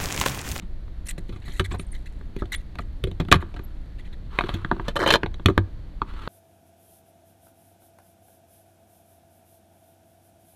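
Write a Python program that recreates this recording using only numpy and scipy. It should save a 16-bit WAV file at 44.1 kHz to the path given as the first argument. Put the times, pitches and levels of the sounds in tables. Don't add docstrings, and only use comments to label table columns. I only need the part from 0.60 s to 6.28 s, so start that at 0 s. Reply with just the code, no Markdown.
import sys
import numpy as np
from scipy import signal
from scipy.fft import rfft, irfft, next_fast_len
from scipy.io import wavfile

SR = 44100
rng = np.random.default_rng(int(sys.argv[2]) if len(sys.argv) > 2 else 0)


def wav_record(signal):
    frames = np.transpose(np.atleast_2d(signal))
    bounded = np.clip(frames, -1, 1)
    quanta = np.round(bounded * 32767).astype(np.int16)
    wavfile.write(sys.argv[1], SR, quanta)


N = 250488
HIT_SIZE = SR // 6
LEVEL_WINDOW = SR // 100


def from_db(db):
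    return 10 ** (np.asarray(db) / 20)


def rms_one(x):
    return x / np.sqrt(np.mean(x ** 2) + 1e-20)


def blow_at(x, db):
    return from_db(db) * rms_one(x) * np.sqrt(LEVEL_WINDOW / len(x))


def add(out, start_s, x):
    i = int(np.clip(round(start_s * SR), 0, N - 1))
    out[i:i + len(x)] += x[:N - i]


def cut(x, hz, kind, order=2):
    sos = signal.butter(order, min(hz, .45 * SR), kind, fs=SR, output="sos")
    return signal.sosfilt(sos, x)


def colour(x, points):
    size = 2 * next_fast_len(len(x))
    hz, db = np.transpose(points)
    octave = np.log2(np.maximum(np.fft.rfftfreq(size, 1 / SR), 2))
    known = np.log2(hz)
    beyond = np.minimum(abs(octave - np.clip(octave, known[0], known[-1])), 2)
    cepstrum = irfft(np.log(from_db(np.interp(octave, known, db) - 20 * beyond)))
    cepstrum[1:size // 2] *= 2
    cepstrum[size // 2 + 1:] = 0
    response = np.exp(rfft(cepstrum))
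    return irfft(rfft(x, size) * response)[:len(x)]


def drift(size, per_s):
    steps = np.arange(size) * per_s / SR
    count = int(steps[-1]) + 2
    return np.interp(steps, np.arange(count), rng.standard_normal(count))


def grains(size, per_s, spread_db):
    strength = from_db(spread_db * np.minimum(rng.exponential(1, size), 4))
    return strength * rng.standard_normal(size) * (rng.random(size) < per_s / SR)


def ring(force, modes, centre_hz, focus_db):
    out = 0
    for hz, db, t60 in modes:
        r = from_db(-60 / (t60 * SR))
        w = 2 * np.pi * hz / SR
        focus = focus_db * np.log2(hz / centre_hz) ** 2
        weight = from_db(db - focus + 2 * rng.standard_normal())
        sign = np.sign(rng.random() - .25)
        mode = signal.lfilter([0, np.sin(w)], [1, -2 * r * np.cos(w), r * r], force + 1e-18)
        out = out + sign * weight * mode
    return out


# (pitch_hz, relative density_db per Hz)
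FAN_RUMBLE = [(8.8, -37.5), (15, 1.5), (32, -2.5), (59, -7), (76, -14.5), (102, -16.5), (130, -22),
              (193, -24), (249, -29.5), (322, -29), (389, -37), (607, -40.5), (900, -60.5), (1170, -82.5),
              (1980, -120)]
FAN_AIR = [(350, -13.5), (700, 3), (1200, -2.5), (1800, -2), (2600, -8.5), (3700, -7.5), (4450, -7.5),
           (4900, -17), (8000, -24), (12000, -25), (15500, -33.5)]
RUMBLE_DB, AIR_DB = -33, -60.5


def fan():
    rumble, air = rng.standard_normal((2, N))
    rumble = from_db(RUMBLE_DB) * rms_one(colour(rumble, FAN_RUMBLE))
    return rumble + from_db(AIR_DB) * rms_one(colour(air, FAN_AIR))


def contact(chatter_t60, chatter_per_s):
    t = np.arange(HIT_SIZE) / SR
    chatter_t60 = max(chatter_t60, .001)
    force = grains(HIT_SIZE, per_s=9000, spread_db=3) * from_db(-60 * t / chatter_t60)
    force *= np.sqrt(chatter_per_s * chatter_t60 / (np.sum(force ** 2) + 1e-20))
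    force[0] += 1
    return force


# (pitch_hz, relative density_db per Hz)
SNAP_COLOUR = [(3000, -25.5), (4800, 2.5), (6500, 3), (9500, 0.5), (12500, -6.5), (14500, -10.5),
               (15800, -24.5)]


def snap(force, t60):
    t = np.arange(SR // 40) / SR
    crack = rng.standard_normal(len(t)) * from_db(-60 * t / t60)
    return colour(signal.fftconvolve(force, crack)[:len(force)], SNAP_COLOUR)


# (pitch_hz, relative level_db, t60_s)
BENCH_MODES = [(64.9, 11, 0.1), (93, -4, 0.38), (120, -7.5, .08), (149.32, -3, 0.089), (181.9, -2.5, .1),
               (231.47, -3.5, .06), (283.4, -2, .065), (333.6, -7, 0.13), (380.3, -3.5, 0.098),
               (465, -4.5, 0.051), (570, -0.5, .025)]
BOARD_MODES = [(604, -3, 0.0314), (730, -6.5, 0.049), (854.8, -7.5, .024), (994, -5, 0.016),
               (1160.2, -3.5, 0.018), (1205, -9, 0.02), (1408, -2, 0.011), (1602, 4, 0.011),
               (1810, -4.5, .012)]
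METAL_MODES = [(2188.8, -2.5, .018), (2492, -0.5, .014), (2749.5, -11, 0.012), (3020, -7.5, .016),
               (3419, -0.5, 0.0097), (3791, -0.5, 0.0073), (4010, -7, 0.013), (4314.4, -5.5, .014)]


def blow(thud_db, clack_db, tick_db, snap_db, thud_hz, clack_hz, chatter_t60):
    force = contact(chatter_t60, chatter_per_s=201.5)
    thud = cut(ring(force, BENCH_MODES, thud_hz, focus_db=5.5), 900, "low")
    clack = cut(ring(force, BOARD_MODES, clack_hz, focus_db=11), 2000, "low")
    tick = cut(ring(force, METAL_MODES, 3700, focus_db=2.5), 4228, "low", order=10)
    body = blow_at(thud, thud_db) + blow_at(clack, clack_db)
    return body + blow_at(tick, tick_db) + blow_at(snap(force, t60=0.0036), snap_db)


THUD_HZ, THUD_OCTAVES_PER_S = 210, 3
CLACK_HZ, CLACK_OCTAVES_PER_DB = 1850, .021
SNAP_BELOW_TICK_DB = 14.5


def knock(thud_db, clack_db, tick_db, chatter_t60):
    thud_hz = THUD_HZ * 2 ** (-THUD_OCTAVES_PER_S * chatter_t60)
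    clack_hz = CLACK_HZ * 2 ** (CLACK_OCTAVES_PER_DB * tick_db)
    return blow(thud_db, clack_db, tick_db, tick_db - SNAP_BELOW_TICK_DB, thud_hz, clack_hz, chatter_t60)


# (start_s, bench
# thud_db, board clack_db, metal tick_db, chatter_t60_s)
BOARD_KNOCKS = [(.0208, -35, -54, -57, .07), (.5788, -31, -47, -51, .026), (.6923, -32, -55, -49, .04),
                (.7242, -31, -49, -51, .11), (.7602, -34, -50, -51, .06), (.8791, -33, -46, -49, .1),
                (.996, -16, -22, -25, .046), (1.1134, -25, -36, -40, .12), (1.1414, -23, -32, -53, .045),
                (1.1956, -30, -43, -40, .008), (1.764, -28, -47, -45, .03), (1.8207, -21, -33, -54, .046),
                (1.8557, -44, -50, -53, .018), (2.1545, -42, -45, -49, .014), (2.1866, -27, -31, -42, .028),
                (2.4392, -18, -39, -31, .007), (2.471, -27, -47, -48, .058), (2.5141, -32, -47, -48, .004),
                (2.5998, -16, -33, -35, .057), (2.6498, -33, -50, -53, .018), (2.6847, -28, -40, -47, .027),
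                (2.715, -16, -40, -23, .008), (2.7174, -28, -21, -16, .013), (2.7245, -15, -4, -11, .023),
                (2.7399, -19, -21, -27, .055), (2.7565, -18, -31, -37, .038), (2.941, -40, -45, -51, .027),
                (2.9637, -33, -40, -49, .035), (2.992, -33, -43, -53, .02), (3.9392, -23, -39, -35, .06),
                (4.7425, -48, -52, -46, .003), (4.8593, -12, -19, -17, .006), (4.8845, -15, -23, -37, .02),
                (4.8961, -22, -29, -43, .06), (4.978, -13, -17, -29, .002)]
# (start_s, bench thud_db, board clack_db, metal tick_db)
TOOL_TAPS = [(.281, -50, -54, -65), (1.6119, -42, -49, -70), (2.8257, -34, -37, -55),
             (3.7882, -33, -18, -24), (3.8089, -32, -23, -33), (3.8381, -25, -34, -42),
             (3.8918, -31, -29, -35), (4.0474, -27, -28, -43), (4.1135, -20, -18, -39),
             (4.1219, -27, -35, -56), (4.1649, -35, -43, -58), (4.1975, -28, -30, -58),
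             (4.633, -21, -24, -32), (4.661, -33, -32, -39), (4.7969, -35, -44, -56),
             (5.4176, -29, -21, -41), (5.6757, -32, -29, -42)]
TAP_THUD_HZ, TAP_CLACK_HZ = 245, 1190
TAP_SNAP_BELOW_TICK_DB, TAP_CHATTER_T60_S = 25, .006


def board_knocks():
    out = np.zeros(N)
    for start_s, thud_db, clack_db, tick_db, chatter_t60 in BOARD_KNOCKS:
        add(out, start_s, knock(thud_db, clack_db, tick_db, chatter_t60))
    for start_s, thud_db, clack_db, tick_db in TOOL_TAPS:
        snap_db = tick_db - TAP_SNAP_BELOW_TICK_DB
        tap = blow(thud_db, clack_db, tick_db, snap_db, TAP_THUD_HZ, TAP_CLACK_HZ, TAP_CHATTER_T60_S)
        add(out, start_s, tap)
    return out


def reflections(x, t60, db, top_hz):
    t = np.arange(SR // 2) / SR
    build = np.minimum(30 * t / t60, 1)
    tail = rng.standard_normal(len(t)) * from_db(-60 * t / t60) * build
    tail = cut(tail / np.sqrt(np.sum(tail ** 2)), top_hz, "low", order=1)
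    return from_db(db) * signal.fftconvolve(x, tail)[:N]


# (pitch_hz, relative density_db per Hz)
SPUTTER_COLOUR = [(500, -12), (1300, -5), (1950, 11), (2800, -9.5), (4100, 4.5), (4600, -13.5), (5300, -23)]
HISS_COLOUR = [(3500, -22.5), (5000, -13.5), (7000, -0.5), (8500, -2.5), (10500, -2.5), (12500, -10.5),
               (14500, -13), (15800, -21)]


def simmer():
    heat = np.interp(np.arange(N) / SR, [.4, .8, 1.3, 1.7, 3.0, 3.6], [0, 1, 1, .3, .4, 0])
    pops = grains(N, per_s=400, spread_db=3.5)
    sputter = from_db(-70) * rms_one(colour(pops, SPUTTER_COLOUR))
    hiss = from_db(-73) * rms_one(colour(pops, HISS_COLOUR))
    return heat * (sputter + hiss)


def squeak(length, from_hz, to_hz):
    size = int(length * SR)
    hz = np.geomspace(from_hz, to_hz, size) * (1 + .045 * drift(size, per_s=2030))
    swell = signal.windows.tukey(size, .7) * from_db(3 * drift(size, per_s=599))
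    return rms_one(swell * np.sin(2 * np.pi * np.cumsum(hz) / SR))


def whistles(length, low_hz, high_hz, count):
    out = np.zeros(int(length * SR))
    for when, pitch, glide in rng.random((count, 3)):
        hz = low_hz + (high_hz - low_hz) * pitch
        chirp = squeak(.007, hz, hz * (.88 + .24 * glide))[:len(out)]
        i = int(when * (len(out) - len(chirp)))
        out[i:i + len(chirp)] += chirp
    return out


# (start_s, length_s, sputter_db, hiss_db)
FLUX_PUFFS = [(.454, .027, -51, -48), (.483, .034, -41, -42), (.578, .017, -45, -55), (.815, .04, -56, -75),
              (.846, .09, -50, -61), (.917, .095, -52, -56), (1.04, .027, -39, -50), (1.103, .06, -49, -61),
              (1.18, .06, -61, -63), (1.321, .05, -51, -63), (1.456, .024, -50, -63),
              (1.784, .036, -51, -65), (1.917, .038, -31.5, -42), (1.963, .06, -59, -71),
              (2.198, .028, -54, -65), (2.8, .033, -51, -66), (3.382, .032, -53, -69),
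              (3.442, .04, -57, -75), (3.526, .021, -52, -70)]
# (start_s, length_s, start pitch_hz, end pitch_hz, level_db)
VAPOUR_SQUEAKS = [(.463, .01, 11200, 10180, -47), (.481, .023, 8790, 7785, -38),
                  (.504, .013, 3595, 1481, -44), (1.12, .016, 7540, 8000, -49),
                  (1.18, .046, 8600, 9900, -51), (1.264, .012, 9105, 8240, -60),
                  (1.315, .016, 10100, 8380, -47), (1.942, .013, 1993, 4450, -47),
                  (1.956, .013, 8651, 10340, -41), (3.032, .026, 11600, 11400, -55)]
BURST_DB, WHISTLE_DB = -2, -5


def flux():
    out = np.zeros(N)
    for start_s, length, sputter_db, hiss_db in FLUX_PUFFS:
        size, count = int(length * SR), int(length * 170)
        puff = signal.windows.tukey(size, .35) * from_db(3.5 * drift(size, per_s=200))
        bursts = puff * grains(size, per_s=11000, spread_db=-0.5)
        layers = [(sputter_db, SPUTTER_COLOUR, 1700, 4300), (hiss_db, HISS_COLOUR, 5500, 12500)]
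        for db, spectrum, low_hz, high_hz in layers:
            add(out, start_s, from_db(db + BURST_DB) * rms_one(colour(bursts, spectrum)))
            add(out, start_s, from_db(db + WHISTLE_DB) * whistles(length, low_hz, high_hz, count))
    for start_s, length, from_hz, to_hz, db in VAPOUR_SQUEAKS:
        add(out, start_s, from_db(db) * squeak(length, from_hz, to_hz))
    return out


# (start_s, pitch_hz, level_db, t60_s)
BENCH_THUMPS = [(2.723, 80.88, -11.5, 0.304), (3.937, 88.6, -26.5, 0.103), (4.858, 95.8, -15, 0.42),
                (4.98, 97.3, -15, 0.227)]


def thumps():
    out = np.zeros(N)
    t = np.arange(SR // 3) / SR
    for start_s, hz, db, t60 in BENCH_THUMPS:
        sway = np.sin(2 * np.pi * hz * t) * from_db(-60 * t / t60)
        add(out, start_s, blow_at(sway, db))
    return out


# (time_s, level_db relative to SLIDE_DB)
BOARD_SLIDES = [
    [(2.8, -54.5), (2.826, -61.5), (2.95, -65.5), (3.2, -64)],
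    [(3.68, -60), (3.752, -45), (3.892, -39), (3.964, -50.5), (4.13, -54.5), (4.23, -54.5), (4.33, -41)],
    [(5.44, -67), (5.478, -52), (5.604, -49), (5.68, -42)],
]
# (pitch_hz, relative density_db per Hz)
RUB_COLOUR = [(150, -4), (350, 2.5), (650, -10.5), (1000, 3), (1350, 3.5), (2000, -7.5), (3000, -8),
              (4350, -10.5), (4900, -25.5), (10000, -30.5), (15000, -38)]
SLIDE_DB = 1.5
CATCH_DB = -15.5


def sliding():
    out = np.zeros(N)
    for stroke in BOARD_SLIDES:
        s, db = np.transpose(stroke)
        t = np.arange(s[0], s[-1], 1 / SR)
        grip = from_db(3 * drift(len(t), per_s=110))
        catches = rms_one(grains(len(t), per_s=91, spread_db=-1.5))
        slips = rms_one(grip * grains(len(t), per_s=6300, spread_db=1.0))
        rub = rms_one(colour(slips + from_db(CATCH_DB) * catches, RUB_COLOUR))
        fade = signal.windows.tukey(len(t), .12)
        add(out, s[0], fade * from_db(np.interp(t, s, db) + SLIDE_DB) * rub)
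    return out


RATTLE_START_S, RATTLE_GAP_S, RATTLE_CHATTER_T60_S = 4.389, .0097, .025
RATTLE_LOW_DB, RATTLE_GROWTH_DB = -28.5, 1.4
RATTLE_HIGH_DB, RATTLE_SNAP_DB = -42, -50


def rattle(count):
    touches = []
    for k, slip in enumerate(rng.normal(0, .12, count)):
        start_s = RATTLE_START_S + RATTLE_GAP_S * (k + slip)
        low_db = RATTLE_LOW_DB + RATTLE_GROWTH_DB * k
        touches.append((start_s, low_db, RATTLE_HIGH_DB, RATTLE_SNAP_DB, RATTLE_CHATTER_T60_S))
    return touches


# (start_s, low ring level_db, high ring level_db, contact snap_db, chatter_t60_s)
TWEEZER_BOUNCES = [(4.2825, -26, -32, -51, .059), (4.357, -32, -38, -48, .04),
                   (4.3634, -21, -30, -43, .034), (4.4622, -17, -27, -47, .023),
                   (4.475, -21, -23, -36, .032), (4.488, -22, -24, -48, .035),
                   (4.5047, -14, -15, -36, .027), (4.5239, -27, -23, -34, .07), (4.539, -15, -16, -42, .01),
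                   (4.548, -20, -30, -48, .011), (4.5567, -19, -24, -47, .008)]
# (pitch_hz, relative level_db, t60_s)
STEEL_LOW = [(476, -5, .03), (576.6, 3, 0.0328), (677.5, -1.5, 0.043), (785, -9.5, .02), (864, 0, 0.0224),
             (1005.7, 0.5, 0.026), (1164, 0, 0.0231), (1256, -3.5, 0.028), (1440, -2.5, 0.02),
             (1650, 4, 0.014), (1742.5, -4.5, 0.044), (1892, -3.5, 0.014)]
STEEL_HIGH = [(2152, 5, 0.017), (2344, 6, 0.0074), (2453, 7, 0.0154), (2647, -2, 0.013),
              (2889, 5.5, 0.0255), (3087, 6.5, 0.0249), (3474, 1.5, 0.026), (3729, 0.5, 0.0212),
              (4123, 5, 0.023), (4091, -14.5, 0.018), (4420, -18, 0.0187)]
TWEEZER_THUD_DB, TWEEZER_THUD_HZ, TWEEZER_LOW_HZ = -30, 360, 1150


def tweezers():
    out = np.zeros(N)
    for start_s, low_db, high_db, snap_db, chatter_t60 in TWEEZER_BOUNCES + rattle(count=6):
        force = contact(chatter_t60, chatter_per_s=45.6)
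        thud = ring(force, BENCH_MODES, TWEEZER_THUD_HZ, focus_db=11)
        low = ring(force, STEEL_LOW, TWEEZER_LOW_HZ, focus_db=2)
        high = ring(force, STEEL_HIGH, 3900, focus_db=7.5)
        add(out, start_s, blow_at(thud, TWEEZER_THUD_DB) + blow_at(low, low_db) + blow_at(high, high_db))
        add(out, start_s, blow_at(snap(force, t60=0.027), snap_db))
    return out


SKID_START_S, SKID_END_S, SKID_RELEASE_S = 4.355, 4.571, .01
SKID_END_DB, SKID_SWELL_DB_PER_S = -23.5, 95


def skid():
    left = np.arange(SKID_END_S - SKID_START_S, 0, -1 / SR)
    swell = from_db(SKID_END_DB - SKID_SWELL_DB_PER_S * left) * np.minimum(left / SKID_RELEASE_S, 1)
    slips = grains(len(left), per_s=5500, spread_db=1)
    low = rms_one(ring(slips, STEEL_LOW, 950, focus_db=0))
    high = from_db(-9.5) * rms_one(ring(slips, STEEL_HIGH, 3400, focus_db=-2.0))
    hiss = from_db(-23.5) * rms_one(colour(slips, SNAP_COLOUR))
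    out = np.zeros(N)
    add(out, SKID_START_S, swell * (low + high + hiss))
    return out


def scene():
    work = board_knocks() + thumps() + tweezers() + skid() + flux() + simmer() + sliding()
    near = reflections(work, t60=0.058, db=-11, top_hz=9000)
    walls = reflections(work, t60=0.36, db=-21, top_hz=700)
    return (work + near + walls + fan())[None]


CUTOFF_HZ = 15300


def record(dry):
    clipped = dry / (1 + dry ** 6) ** (1 / 6)
    return signal.sosfilt(signal.ellip(10, .1, 70, CUTOFF_HZ, fs=SR, output="sos"), clipped)


dry = scene()
out = record(dry)
wav_record(out)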